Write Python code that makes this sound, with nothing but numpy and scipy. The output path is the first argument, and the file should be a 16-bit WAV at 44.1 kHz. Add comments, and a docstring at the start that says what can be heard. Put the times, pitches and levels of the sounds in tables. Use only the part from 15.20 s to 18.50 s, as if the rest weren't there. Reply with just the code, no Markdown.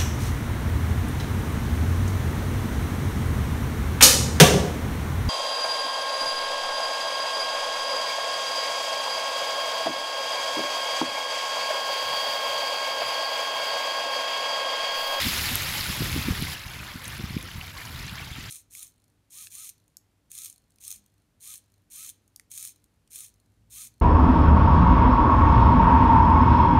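"""A pond outdoors, with the microphone close to a packed shoal of fish thrashing at the surface.
A bright wash of spray dies down and leaves a churn of small slaps and bubbles: shaped noise and
short decaying rings. Nearer splashes and drops are single bursts of noise and tone.
Wind buffets the microphone with low rumble, soft thumps and a wavering flutter."""
import sys
import numpy as np
from scipy import signal
from scipy.fft import rfft, irfft
from scipy.io import wavfile
from scipy.ndimage import uniform_filter1d

SR = 44100
rng = np.random.default_rng(int(sys.argv[2]) if len(sys.argv) > 2 else 0)


def unload_wav(signal):
    """Save mono or channel-first audio to the path in sys.argv[1] as 16-bit WAV at rate SR, clipped to [-1, 1]."""
    wavfile.write(
        sys.argv[1],
        SR,
        np.round(np.clip(np.atleast_2d(signal).T, -1, 1) * 32767).astype(np.int16),
    )


N = 145530  # length in samples


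def amp(db):
    """Decibels to gain."""
    return 10 ** (np.asarray(db) / 20)


def unit(x):
    """Scales to rms 1."""
    return x / np.sqrt(np.mean(x ** 2) + 1e-20)


def read(points, hz):
    """Reads a spectrum on a log-frequency axis."""
    f, value = np.transpose(points)
    return np.interp(np.log(hz + 1), np.log(f + 1), value)


def add(mix, s, sound):
    """Mixes a sound in at time s."""
    part = mix[max(round(s * SR), 0):][:len(sound)]
    part += sound[:len(part)]


def tint(x, gain):
    """Filters by one gain for each frequency of the whole signal."""
    return irfft(rfft(x) * gain, N)


def drift(hz):
    """Slow random wandering of rms 1; its spectrum falls off smoothly around hz."""
    return unit(tint(rng.standard_normal(N), np.exp(-(np.fft.rfftfreq(N, 1 / SR) / hz) ** 2)))


def impacts(per_s, spread_db):
    """A random train of clicks of either sign; a larger spread makes a few stand out."""
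    size = amp(spread_db * np.minimum(rng.exponential(1, N), 4))
    sign = rng.choice([-1, 1], N)
    return size * sign * (rng.random(N) < per_s / SR)


def burst(hz, decay_s, ring):
    """Water struck once: a puff of noise around hz and the ring of the trapped air."""
    t = np.arange(0, decay_s * 7, 1 / SR)
    edges = [hz / 1.3, min(hz * 1.3, .45 * SR)]
    band = signal.butter(2, edges, "bandpass", fs=SR, output="sos")
    puff = unit(signal.sosfilt(band, rng.standard_normal(len(t))))
    tone = np.sin(2 * np.pi * hz * t)
    ring = np.clip(ring, 0, 1)
    u = t / decay_s
    envelope = (1 - np.exp(-8 * u)) * np.exp(-u)
    return ((1 - ring) * puff + ring * tone) * envelope


# Thrashing of the shoal in three ranges:
# (time [s], body level [dB], splash level [dB], spray level [dB])
THRASH = [(0, -34.5, -28.5, -36.5), (.05, -34.5, -29.5, -33.5), (.12, -34.5, -29.5, -33.5),
          (.2, -37, -31, -34), (.45, -36.5, -33, -36), (.65, -38, -34, -37.5), (.97, -38.7, -35.7, -39.5),
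          (1.17, -40.5, -37.5, -42.5), (1.25, -41.5, -37.5, -42), (1.343, -42, -38, -42),
          (1.358, -45.5, -44, -50), (1.42, -47.5, -46.5, -51), (1.72, -44.5, -46.5, -51),
          (1.79, -49, -49, -52), (1.87, -45, -46.5, -49), (2.1, -48.5, -47, -53), (2.38, -48, -49, -52.5),
          (2.46, -45.5, -47, -51), (2.52, -51, -50.5, -55), (2.58, -45, -47, -50), (2.63, -48, -48.5, -50),
          (2.86, -46.5, -45.5, -52), (2.935, -48.5, -49, -52.5), (3.0, -44, -46, -52.5),
          (3.08, -48.5, -46.5, -53), (3.3, -49, -44, -52)]
# Centres of body, splash and spray: (frequency [Hz])
RANGES_HZ = [1500, 3800, 9000]
# Colour of the splashing, relative: (frequency [Hz], level [dB per Hz])
WATER = [(100, -0.5), (300, -4.5), (500, -7.5), (700, -6.5), (900, -3), (1150, -2.5), (1500, -1),
         (2100, -1), (2700, -3.5), (3400, -4.5), (5400, -6.5), (5900, -9.5), (7400, -8.5), (8500, -12),
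         (10200, -5), (11800, -4), (13800, -8), (15500, -9.5)]
SETTLE_S = 1.36  # middle of the quick change from dense spray to churn
# layer levels before the thrashing levels: early is the spray, late the churn
WASH_EARLY_DB, WASH_LATE_DB = -3, -5.5
BUBBLE_EARLY_DB, BUBBLE_LATE_DB = -6, -3
SLAP_EARLY_DB, SLAP_LATE_DB = -15, -7.5
PATTER_EARLY_DB, PATTER_LATE_DB = -6, -5.5


def shoal():
    """Wash, bubbles, slaps and patter share one colour and follow the thrashing in three ranges."""
    t, hz = np.arange(N) / SR, np.fft.rfftfreq(N, 1 / SR)
    calm = np.clip((t - SETTLE_S) / 0.048 + .5, 0, 1)  # 0 in the spray, 1 in the churn
    layers = [(wash(), WASH_EARLY_DB, WASH_LATE_DB),
              (bubbles(), BUBBLE_EARLY_DB, BUBBLE_LATE_DB),
              (slaps(), SLAP_EARLY_DB, SLAP_LATE_DB),
              (patter(), PATTER_EARLY_DB, PATTER_LATE_DB)]
    water = sum(x * amp(early + (late - early) * calm) for x, early, late in layers)
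    colour = amp(read(WATER, hz))
    times, *levels = np.transpose(THRASH)
    out = np.zeros(N)
    for level, pick in zip(levels, np.eye(len(RANGES_HZ))):
        share = read(list(zip(RANGES_HZ, pick)), hz)  # overlapping ranges that sum to 1
        strength = np.sqrt(np.mean(colour ** 2 * share))
        out += tint(water, colour * share / strength) * amp(np.interp(t, times, level))
    return out


PATCH_DB = 1.5  # rms unevenness of the hiss


def wash():
    """Countless far splashes merge into a hiss with drifting patches."""
    z = signal.stft(rng.standard_normal(N), nperseg=256, noverlap=192)[2]
    patches = uniform_filter1d(rng.standard_normal(z.shape), size=9, axis=0)  # across frequency
    patches = uniform_filter1d(patches, size=10, axis=1)  # across time
    hiss = signal.istft(z * amp(PATCH_DB * unit(patches)), nperseg=256, noverlap=192)[1]
    return unit(hiss[:N])


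BUBBLES_PER_S, BUBBLE_SPREAD_DB = 1700, 3
BUBBLE_CYCLES = 12  # typical decay time, in cycles of the starting pitch
BUBBLE_RISE = .025  # pitch rise in each decay time, as a fraction


def bubbles(count=70):
    """Bubbles of many sizes ring briefly and rise in pitch; small ones are the most numerous."""
    out, pitches = np.zeros(N), np.geomspace(450, 15000, count)
    for hz in pitches:
        decay_s = BUBBLE_CYCLES / hz * np.exp(.35 * rng.standard_normal())
        u = np.arange(0, 6 * decay_s, 1 / SR) / decay_s
        phase = 2 * np.pi * np.cumsum(hz * (1 + BUBBLE_RISE * u)) / SR
        ring = np.sin(phase) * np.exp(-u)
        births = impacts(BUBBLES_PER_S * hz / pitches.sum(), BUBBLE_SPREAD_DB)
        out += signal.oaconvolve(births, ring / np.linalg.norm(ring))[:N]
    return unit(out)


SLAPS_PER_S, SLAP_SPREAD_DB = 420, 0.5
SLAP_DECAY_S = 0.004  # typical; varies from one pitch to the next


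def slaps(count=36):
    """Fins and tails slap the water in short bursts of noise."""
    out, pitches = np.zeros(N), np.geomspace(700, 9000, count)
    for hz in pitches:
        slap = burst(hz, SLAP_DECAY_S * np.exp(.5 * rng.standard_normal()), 0)
        slap = slap / np.linalg.norm(slap) * np.sqrt(hz)  # higher slaps are stronger
        out += signal.oaconvolve(impacts(SLAPS_PER_S / count, SLAP_SPREAD_DB), slap)[:N]
    return unit(out)


PATTER_PER_S, PATTER_SPREAD_DB = 800, 0  # rate where the shower density is 1
PATTER_DECAY_S = .0009  # typical; varies among the kinds of tick
SHOWERS_HZ, SHOWER_DEPTH_DB = 22, 4  # speed and rms depth of the clumping


def patter(count=24):
    """Thrown droplets fall back in small showers of crisp ticks."""
    density = unit(amp(SHOWER_DEPTH_DB * drift(SHOWERS_HZ)))
    out = np.zeros(N)
    for _ in range(count):
        decay_s = PATTER_DECAY_S * np.exp(.5 * rng.standard_normal())
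        u = np.arange(0, 6 * decay_s, 1 / SR) / decay_s
        tick = rng.standard_normal(len(u)) * np.exp(-u)
        landings = impacts(PATTER_PER_S * density / count, PATTER_SPREAD_DB)
        out += signal.oaconvolve(landings, tick / np.linalg.norm(tick))[:N]
    return unit(out)


def close_hits(rows, decay_s, ring, crack, gain_db):
    """Hits near enough to be heard one by one, each with a broad crack as the surface breaks."""
    out = np.zeros(N)
    for s, db, hz in rows:
        hit = burst(hz, decay_s, ring)
        fade = np.exp(-2 * np.arange(len(hit)) / SR / decay_s)
        hit = hit + crack * rng.standard_normal(len(hit)) * fade
        add(out, s, amp(db + gain_db) * hit / abs(hit).max())
    return out


# Splashes close to the microphone: (time [s], peak level before gain_db [dB], pitch [Hz])
SPLASHES = [(.257, -16, 4700), (.609, -12.5, 4360), (.687, -29, 2450), (1.235, -19, 4040),
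            (1.393, -26, 5160), (1.535, -25, 3470), (1.63, -25, 1520), (1.714, -30.5, 1900),
            (1.843, -25, 3250), (1.854, -22, 6400), (2.007, -27, 3450), (2.054, -25, 3400),
            (.042, -10, 3200), (2.1755, -22.5, 2470), (2.287, -31, 1080), (2.314, -25, 3030),
            (2.412, -19, 2690), (2.48, -32, 2120), (2.577, -26, 4150), (2.653, -24.5, 5580),
            (2.76, -26.5, 3670), (2.841, -30, 2000), (2.866, -27, 6100), (2.88, -24, 4000),
            (2.894, -23.5, 3440), (2.955, -26.5, 5060), (2.983, -23, 3270), (2.9945, -23, 2310),
            (3.24, -28, 3050)]


def splashes():
    """Close splashes: about half ring, half noise, with a faint crack."""
    return close_hits(SPLASHES, decay_s=0.0026, ring=0.54, crack=0.067, gain_db=-7)


# Drops landing beside the microphone: (time [s], peak level before gain_db [dB], pitch [Hz])
DROPS = [(.085, -13, 12800), (.3557, -5.5, 11700), (1.2075, -20.5, 11900), (1.224, -17, 9900),
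         (1.517, -30, 10400), (1.843, -23.5, 11300), (1.8785, -23, 8800), (1.8808, -18, 10300),
         (1.98, -27, 10900), (2.2275, -23, 11000)]


def drops():
    """Drops tick high and short: mostly ring, with a stronger crack."""
    return close_hits(DROPS, decay_s=0.00072, ring=0.77, crack=0.36, gain_db=-3)


# Wind rumble at the microphone: (time [s], level [dB])
WIND = [(0, -46), (.07, -31.5), (.12, -38), (.3, -34.5), (.39, -40.5), (.6, -40), (.7, -35.5), (.77, -43),
        (.82, -29.5), (.88, -29.5), (.97, -33), (1.04, -35), (1.1, -33.5), (1.26, -35), (1.35, -40),
        (1.42, -51), (1.62, -41), (1.7, -49), (1.97, -41.5), (2.09, -42.5), (2.2, -36.5), (2.3, -46),
        (2.5, -47.5), (2.85, -40), (2.96, -43), (3.08, -45), (3.16, -45), (3.26, -37), (3.3, -43)]
# Colour of the rumble, relative: (frequency [Hz], level [dB])
RUMBLE = [(20, -37), (48, 0.5), (90, 4), (135, 1.5), (190, -6.5), (255, -10), (320, -14.5), (420, -21),
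          (600, -39), (1000, -58), (3000, -82)]
# Single eddies that hit the microphone, levels before its bass loss:
# (time [s], peak level [dB], width [s], flutter level [dB])
EDDIES = [(0.067, -20, 0.0043, -23.5), (.324, -25.5, 0.0035, -32), (.49, -25.5, 0.0046, -43.5),
          (.701, -22, .003, -31.5), (.808, -21, 0.004, -31.5), (0.822, -18, .0017, -36),
          (0.898, -24, .003, -35), (0.964, -19.5, 0.0018, -31), (.9795, -19.5, 0.0029, -32),
          (0.992, -19, 0.0046, -44), (1.058, -20, 0.0048, -46), (1.086, -15.5, 0.002, -25.5),
          (1.11, -13, 0.0044, -34.5), (1.124, -23.5, 0.0015, -25), (1.191, -21, 0.0058, -49),
          (1.2253, -15.5, .0026, -35), (1.465, -28, 0.0049, -47), (1.758, -26.5, 0.0032, -37.5),
          (1.878, -29, 0.0036, -45), (1.9985, -26, 0.002, -50), (2.007, -25, 0.0022, -38),
          (2.042, -18, 0.0036, -42), (2.108, -23.5, 0.0033, -52), (2.145, -34, 0.0021, -58),
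          (2.168, -15.5, .0024, -39), (2.359, -27, 0.0054, -45), (2.384, -25, 0.0043, -45),
          (2.752, -29, 0.005, -61), (2.807, -28.5, 0.0047, -42), (2.928, -32, 0.0036, -43.5),
          (3.022, -28, 0.0037, -42.5), (3.117, -25, 0.0044, -50), (3.186, -28, 0.0027, -46)]
# turbulence around each eddy: centre pitch, rms wander in octaves, time scale of its swell
FLUTTER_HZ, FLUTTER_WANDER_OCT, FLUTTER_S = 226, .25, .007
MIC_LOW_HZ = 50  # the microphone loses the eddies' bass below this
RUMBLE_LUMP_DB, LUMPS_HZ = 1.5, 25  # rms depth and speed of the rumble's unevenness


def wind():
    """Lumpy rumble; each eddy is a pressure dip that rebounds in the microphone, with a flutter."""
    t, hz = np.arange(N) / SR, np.fft.rfftfreq(N, 1 / SR)
    rumble = tint(rng.standard_normal(N), amp(read(RUMBLE, hz)))
    rumble = unit(rumble * amp(RUMBLE_LUMP_DB * drift(LUMPS_HZ)))
    pitch = FLUTTER_HZ * 2 ** (FLUTTER_WANDER_OCT * drift(.5 / FLUTTER_S))
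    flutter = np.sin(2 * np.pi * np.cumsum(pitch) / SR)
    eddies = np.zeros(N)
    for s, db, width_s, flutter_db in EDDIES:
        u = (t - s) / width_s
        dip = (1 - 3 * u ** 2) / (1 + u ** 2) ** 3
        swell = 1 / np.cosh(np.minimum(abs(t - s) / FLUTTER_S, 20))
        eddies += amp(flutter_db) * flutter * swell - amp(db) * dip
    eddies = signal.lfilter(*signal.butter(1, MIC_LOW_HZ, "highpass", fs=SR), eddies)
    return eddies + rumble * amp(np.interp(t, *np.transpose(WIND)))


def scene():
    """The shoal, its nearest splashes and drops, and the wind, on one microphone."""
    return (shoal() + splashes() + drops() + wind())[None]


EDGE_HZ = 15880  # top of the recorder's band


def record(dry):
    """The recorder's band limit: a steep low-pass filter."""
    lowpass = signal.firwin(511, EDGE_HZ, window=("kaiser", 9), fs=SR)
    return signal.oaconvolve(dry, lowpass[None], "same")


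dry = scene()
out = record(dry)
unload_wav(out)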